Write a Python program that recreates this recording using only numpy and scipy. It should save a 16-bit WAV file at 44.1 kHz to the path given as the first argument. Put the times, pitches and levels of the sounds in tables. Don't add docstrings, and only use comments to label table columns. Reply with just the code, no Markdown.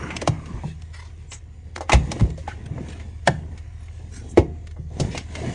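import sys
import numpy as np
from scipy import signal
from scipy.fft import rfft, irfft, next_fast_len
from scipy.io import wavfile
from scipy.ndimage import uniform_filter1d, map_coordinates

SR = 44100
rng = np.random.default_rng(int(sys.argv[2]) if len(sys.argv) > 2 else 0)


def int16_out(signal):
    q = np.round(np.clip(np.atleast_2d(signal).T, -1, 1) * 32767)
    wavfile.write(sys.argv[1], SR, q.astype(np.int16))


N = 244314

# start in seconds,
# clack level in dB, clack centre in Hz, clack spread in octaves, ring length factor,
# boom level in dB, boom centre in Hz.
PULLS = [(.276, -12, 853, 0.34, 0.4, -14.5, 119.3), (.636, -33.5, 664, 0.45, 1.07, -23.5, 136),
         (1.931, -12, 730, 0.46, 0.88, -6, 91.8), (2.21, -21.5, 210, 0.36, 0.5, -11, 85.6),
         (3.274, -9, 736, 0.31, 0.63, -15.5, 152), (4.374, -6, 379, 0.43, 0.49, -10, 92.6),
         (4.998, -22.5, 375, 0.79, 0.85, -16.5, 95)]


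def amp(db):
    return 10 ** (np.asarray(db) / 20)


def unit(x):
    return x / np.sqrt(np.mean(x ** 2) + 1e-20)


def along(points, hz):
    f, value = np.transpose(points)
    return np.interp(np.log(hz + 1), np.log(f + 1), value)


def curves(rows):
    s, *columns = np.transpose(rows)
    return [np.interp(np.arange(N) / SR, s, column) for column in columns]


def wobble(rate):
    knots = rng.standard_normal(int(N * rate / SR) + 4)
    return map_coordinates(knots, [np.arange(N) * rate / SR])


def filtered(x, response):
    m = next_fast_len(len(x) + SR // 4)
    hz = np.fft.rfftfreq(m, 1 / SR)
    return irfft(rfft(x, m) * response(hz), m)[:len(x)]


def coloured(x, spectrum):
    return unit(filtered(x, lambda hz: amp(along(spectrum, hz))))


def hump(hz, centre_hz, spread):
    return np.exp(-.5 * (np.log2((hz + 1) / centre_hz) / spread) ** 2)


def add(track, s, sound):
    start = round(s * SR)
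    sound = sound[max(-start, 0):]
    part = track[max(start, 0):][:len(sound)]
    part += sound[:len(part)]


def engine(rumble_db=-51, exhaust_lag=.12):
    # time in seconds, crankshaft turns per second.
    idle = [(0, 13.35), (3.1, 13.35), (3.5, 13.55), (4.3, 13.55), (4.55, 13.15), (5.54, 13.15)]
    # crankshaft order, rms level in dB before drift and nearness.
    orders = [(3, -43), (5, -41), (6, -35), (7, -71.5), (8, -44.5), (9, -67), (10, -62.5)]
    # time in seconds, gain in dB.
    nearness = [(0, -4.5), (1.5, -6.5), (2.5, -3), (5.54, -2.5)]
    # frequency in Hz, relative level in dB per Hz.
    rumble_spectrum = [(15, -27.5), (35, -25), (70, 6), (130, 7), (200, -14.5), (500, -13), (1200, -63)]
    turns = np.cumsum(curves(idle)[0]) / SR
    hum = np.zeros(N)
    for order, db in orders:
        drift = amp(1.5 * wobble(5))
        phase = 2 * np.pi * round(order) * turns - exhaust_lag * order ** 2
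        hum += amp(db) * drift * np.sin(phase)
    rumble = coloured(rng.standard_normal(N), rumble_spectrum)
    return amp(curves(nearness)[0]) * np.sqrt(2) * hum + amp(rumble_db) * rumble


def friction(spectrum, grain_db, grain_rate, patchy_db):
    noise = rng.standard_normal(N) * amp(grain_db * wobble(grain_rate))
    z = signal.stft(noise, nperseg=1024)[2]
    field = uniform_filter1d(rng.standard_normal(z.shape), size=4, axis=0)
    field = uniform_filter1d(field, size=10, axis=1)
    patchy = signal.istft(z * amp(patchy_db * unit(field)), nperseg=1024)[1][:N]
    return coloured(patchy, spectrum)


def grit(spectrum, per_second, spread_db):
    catches = rng.random(N) < per_second / SR
    size = amp(spread_db * rng.uniform(-1.5, 1, N))
    return coloured(catches * rng.choice([-1, 1], N) * size, spectrum)


def grip(resting_db=-55.5, jolt_db=-13, jolt_t60=0.35):
    # middle in seconds, level in dB, length in seconds.
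    shifts = [(0.11, -38.5, 0.6), (0.532, -41, 0.14), (2.136, -31.5, 0.18), (2.773, -39, 0.4),
              (3.47, -41, 0.13), (4.29, -41, 0.37), (5.068, -30, 0.17), (5.447, -28.5, 0.15)]
    power, t = np.full(N, amp(resting_db) ** 2), np.arange(N) / SR
    for s, db, length in shifts:
        power += (amp(db) * np.exp(-2 * ((t - s) / length) ** 2)) ** 2
    after = t[:SR]
    for s, *_, boom_db, _ in PULLS:
        add(power, s, amp(boom_db + jolt_db - 60 * after / jolt_t60) ** 2)
    return np.sqrt(power)


def handling(brush_db=-1, hiss_db=-2.0):
    # frequency in Hz, relative level in dB per Hz.
    skin_spectrum = [(65, -27), (110, 0.5), (242, -7), (353, -12), (440, -14), (588, -21), (848, -24),
                     (1100, -40), (1430, -50.5), (2420, -120)]
    brush_spectrum = [(410, -37.5), (700, 5), (864, -10), (963, 1), (1330, -9), (1940, 0.5), (2430, -6),
                      (2980, -6), (3320, -39.5), (4500, -30.5), (5850, -58), (9900, -120)]
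    hiss_spectrum = [(1940, -38), (3300, 1), (4370, -4.5), (5300, -5), (7060, 0), (7630, -7.5), (9350, -6),
                     (10100, -38.5), (10500, -51.5), (13600, -74), (22000, -120)]
    # time in seconds, level of the brushing in dB before brush_db,
    # level of its treble in dB before hiss_db.
    sweep = [(0, -40, -53), (.3, -49, -58.5), (.55, -52, -57), (.8, -59, -62), (1.82, -64.5, -68.5),
             (2, -50, -54), (2.2, -46, -50.5), (2.33, -60, -61.5), (2.9, -51, -61), (3.08, -60, -61.5),
             (3.36, -57, -61.5), (3.7, -59, -66), (4.22, -59, -56), (4.46, -59.5, -65.5),
             (4.86, -68, -67.5), (5.04, -43, -45.5), (5.26, -53, -57.5), (5.38, -42.5, -45),
             (5.54, -44, -47.5)]
    brush, hiss = curves(sweep)
    pressure = amp(1.2 * wobble(18))
    skin = friction(skin_spectrum, grain_db=2.5, grain_rate=90, patchy_db=2.5)
    skin += .43 * grit(skin_spectrum, 45, spread_db=4)
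    sleeve = friction(brush_spectrum, grain_db=1.0, grain_rate=170, patchy_db=2.5)
    sleeve += .28 * grit(brush_spectrum, 49, spread_db=7)
    fibres = friction(hiss_spectrum, grain_db=0.5, grain_rate=270, patchy_db=3)
    fibres += .3 * grit(hiss_spectrum, 120, spread_db=6.5)
    rubbing = grip() * skin
    brushing = amp(brush + brush_db) * sleeve
    hissing = amp(hiss + hiss_db) * fibres
    return pressure * (rubbing + brushing + hissing)


def scuffs(grain_db=3):
    # middle in seconds, level in dB, length in seconds,
    # centre in Hz, spread in octaves.
    scrapes = [(0.026, -41, 0.22, 1120, 0.49), (.065, -55, 0.18, 5930, 0.083),
               (0.338, -48.5, 0.15, 1170, 0.28), (0.543, -47, 0.1, 1080, 0.23),
               (0.682, -48.5, 0.058, 4600, 1.06), (0.952, -43, 0.022, 3020, 1.5),
               (1.018, -47, 0.093, 2860, 1.44), (1.337, -40.5, 0.044, 7200, 0.23),
               (2.503, -41.5, 0.042, 1720, 0.41), (2.663, -48.5, 0.01, 4870, 1.9),
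               (2.903, -50, 0.14, 2980, 1.5), (3.826, -57.5, 0.067, 4950, 1.5),
               (4.169, -46.5, 0.056, 7700, 0.67), (4.176, -52, 0.076, 1730, 0.5),
               (4.311, -47, 0.028, 7400, 0.22), (5.166, -38.5, 0.064, 4000, 0.8),
               (5.445, -38.5, 0.17, 443, 0.61)]
    out, t = np.zeros(N), np.arange(-SR // 8, SR // 8) / SR
    grain = friction([(400, 8), (2000, 3.5), (10000, -9)], grain_db, grain_rate=100, patchy_db=5.5)
    for s, db, length, centre_hz, spread in scrapes:
        piece = np.roll(grain, -round(s * SR))[:len(t)]
        stroke = unit(filtered(piece, lambda f: hump(f, centre_hz, spread)))
        add(out, s + t[0], amp(db) * stroke * np.exp(-2 * (t / length) ** 2))
    return out


def latch(level_db=2, hold=0.00022, rise=0.00082, ring_db=4, skirt_db=-17, skirt_t60=.04,
          bounce=0.79, bounce_gap=0.0043):
    # contact in seconds, level in dB before level_db,
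    # brightness in dB, t60 in seconds.
    clicks = [(0.1039, -33.5, -21.5, 0.19), (0.1657, -20, -6.5, 0.022), (.215, -27.5, -4.5, 0.049),
              (0.2745, -21, -3.5, 0.045), (0.4577, -42, -9, 0.054), (0.8204, -40.5, -3, 0.015),
              (1.317, -35.5, -8.5, 0.14), (1.76, -30, -2, 0.029), (1.779, -44, 12, 0.036),
              (1.8076, -40, 0, 0.1), (1.895, -22, -12.5, 0.065), (1.919, -19, -9, 0.097),
              (1.931, -16, -7.5, 0.076), (2.1161, -26, -0.5, 0.048), (2.196, -36.5, -11.5, 0.13),
              (2.3027, -42, -6, 0.027), (2.375, -50, -3, 0.3), (2.476, -41, -12, 0.3),
              (2.8848, -46.5, -3, 0.077), (2.9967, -43.5, -14.5, 0.11), (3.2739, -13.5, -8.5, 0.036),
              (3.576, -47.5, -5, 0.1), (3.8822, -48, -21, 0.044), (4.3728, -24, -13, 0.098),
              (4.6706, -41.5, -6.5, 0.036), (4.7107, -49.5, -7, 0.053), (4.9989, -27, 7.5, .078),
              (5.1765, -24, -6.5, .04), (5.3521, -32, -6, 0.057)]
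    # frequency in Hz, width in Hz, strength in dB, halved below.
    resonances = [(2156, 370, 4.5), (2930, 710, -8.5), (3810, 79, -9), (5300, 170, -20), (5970, 70, -26),
                  (6410, 1500, -4), (9430, 1500, 23.5)]
    out, t = np.zeros(N), np.arange(-SR // 20, SR // 4) / SR
    after = np.maximum(t, 0)

    def steel(f):
        peaks = sum(amp(db / 2) / (1 + (2 * (f - hz) / width) ** 2) for hz, width, db in resonances)
        return 1 + amp(ring_db) * peaks

    for s, db, bright_db, t60 in clicks:
        tick_db = bright_db - 7
        colour = [(300, -2), (1100, -2.5), (2200, -4.5), (4500, bright_db),
                  (7500, tick_db), (10000, tick_db - 19.5)]
        noise = rng.standard_normal(len(t))
        chatter = unit(filtered(noise, lambda f: steel(f) * amp(along(colour, f))))
        gap = round(bounce_gap * rng.uniform(.5, 2) * SR)
        chatter = unit(chatter + bounce * np.roll(chatter, gap))
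        strike = amp(-60 * np.maximum(t - hold, 0) / t60) * (1 - np.exp(-after / rise))
        skirt = amp(skirt_db - 60 * np.abs(t) / skirt_t60)
        add(out, s + t[0], amp(db + level_db) * (strike + skirt) * chatter)
    return out


def ring(centre_hz, spread, length, rise_cycles=0.15, rattle=0.48, scatter_db=2.5):
    # frequency in Hz, level in dB before scatter,
    # t60 in seconds before the length factor.
    door_modes = [(50.26, 7, 0.25), (66.3, -1, 0.24), (92.3, 1.5, 0.13), (125, -1.5, 0.23),
                  (157.2, 0.5, 0.29), (197.5, 0.5, 0.12), (244.7, -0.5, 0.16), (302, -2.5, 0.21),
                  (348, -2.5, 0.23), (427, -6, 0.15), (485.7, 4, 0.088), (535.4, 1.5, 0.16),
                  (625, 9.5, 0.044), (732, -7.5, 0.13), (775, 5.5, 0.019), (837, 4.5, 0.047),
                  (938, -4.5, 0.072), (1076, -2.5, 0.11), (1260, -28.5, 0.11), (1236, -4, 0.03),
                  (1506, -10.5, 0.053), (1650, -8, 0.034), (1799, 5.5, 0.045), (2020, -13.5, 0.068),
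                  (2060, 13, 0.088), (2500, -10, 0.077), (2653, -0.5, 0.11), (2900, -4, 0.082),
                  (2620, -6, 0.074)]
    t = np.arange(SR // 2) / SR
    hz, mode_db, t60 = np.transpose(door_modes)[:, :, None]
    sign = (-1) ** np.arange(len(door_modes))[:, None]
    size = hump(hz, centre_hz, spread) * amp(mode_db + rng.normal(0, scatter_db, hz.shape))
    decay = amp(-60 * t / (t60 * length))
    modes = np.sum(sign * size * decay * np.sin(2 * np.pi * hz * t), axis=0)
    life = length * np.interp(centre_hz, hz[:, 0], t60[:, 0])
    trim = unit(filtered(rng.standard_normal(len(t)), lambda f: hump(f, centre_hz, spread)))
    trim = trim * amp(-60 * t / life)
    onset = 1 - np.exp(-t * centre_hz / rise_cycles)
    blow = (modes / np.linalg.norm(size) + rattle * trim) * onset
    return blow / np.sqrt(uniform_filter1d(blow ** 2, size=SR // 125).max())


def body():
    return amp(-13) * ring(centre_hz=307, spread=0.47, length=0.66)


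def door(boom_lag_s=.008, boom_width_hz=48.3, boom_ring=1.15):
    # start in seconds, level in dB, centre in Hz, spread in octaves, ring length factor.
    knocks = [(.105, -32, 2380, 0.2, 0.25), (0.219, -26.5, 470, 0.89, 0.72), (0.541, -26, 71.5, 0.58, 1.2),
              (1.763, -26, 1110, 1, 0.084), (1.777, -32.5, 705, 0.99, 0.48),
              (1.807, -25.5, 833, 0.56, 1.74), (1.895, -16, 1056, 0.3, 1.46),
              (1.92, -18.5, 2380, 0.09, 1.2), (2.116, -27.5, 674, 0.71, 0.88), (2.197, -33, 830, 0.62, 2.2),
              (2.378, -38, 580, 0.16, 0.61), (2.478, -25, 840, 0.2, .66), (2.705, -26, 133, 0.42, 1.1),
              (2.779, -35, 620, 0.83, 0.74), (2.8, -30.5, 165, 0.94, 0.77), (3.275, -13, 1546, 0.13, 0.87),
              (4.376, -25, 825, 0.23, 2), (4.762, -48, 655, 0.81, 2.3), (4.785, -30.5, 134, .3, 1.7),
              (5.149, -28, 836, 0.21, 0.57)]
    out = np.zeros(N)
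    for s, db, centre_hz, spread, length, boom_db, boom_hz in PULLS:
        add(out, s, amp(db) * (ring(centre_hz, spread, length) + body()))
        boom = ring(boom_hz, boom_width_hz / boom_hz, boom_ring)
        add(out, s + boom_lag_s, amp(boom_db) * boom)
    for s, db, centre_hz, spread, length in knocks:
        add(out, s, amp(db) * (ring(centre_hz, spread, length) + body()))
    return out


def yard(x):
    # frequency in Hz, t60 in seconds.
    echo_t60 = [(100, 0.72), (500, 0.27), (2500, 0.26), (9000, 0.27)]
    hz, t, z = signal.stft(rng.standard_normal(SR // 2), SR, nperseg=256)
    decay = amp(-60 * t / along(echo_t60, hz)[:, None])
    tail = signal.istft(z * decay, SR, nperseg=256)[1]
    return signal.fftconvolve(x, tail / np.linalg.norm(tail))[:N]


def frame():
    # frequency in Hz, level relative to the blow in dB, t60 in seconds.
    frame_modes = [(312, -8, .6), (355, -4, .7), (533, -13, .9), (702, 0, .9)]
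    # its time in seconds, level in dB.
    slam = (4.376, -43)
    out, t = np.zeros(N), np.arange(SR) / SR
    s, slam_db = slam
    for hz, db, t60 in frame_modes:
        add(out, s, amp(slam_db + db - 60 * t / t60) * np.sin(2 * np.pi * hz * t))
    return out


def scene(echo_db=-17):
    background = engine() + handling() + scuffs()
    blows = latch() + door()
    return (background + blows + amp(echo_db) * yard(blows) + frame())[None]


def record(dry, top_hz=10100):
    held = dry[0] / (1 + np.abs(dry[0]) ** 6) ** (1 / 6)
    return filtered(held, lambda hz: 1 / np.sqrt(1 + (hz / top_hz) ** 100))[None]


dry = scene()
out = record(dry)
int16_out(out)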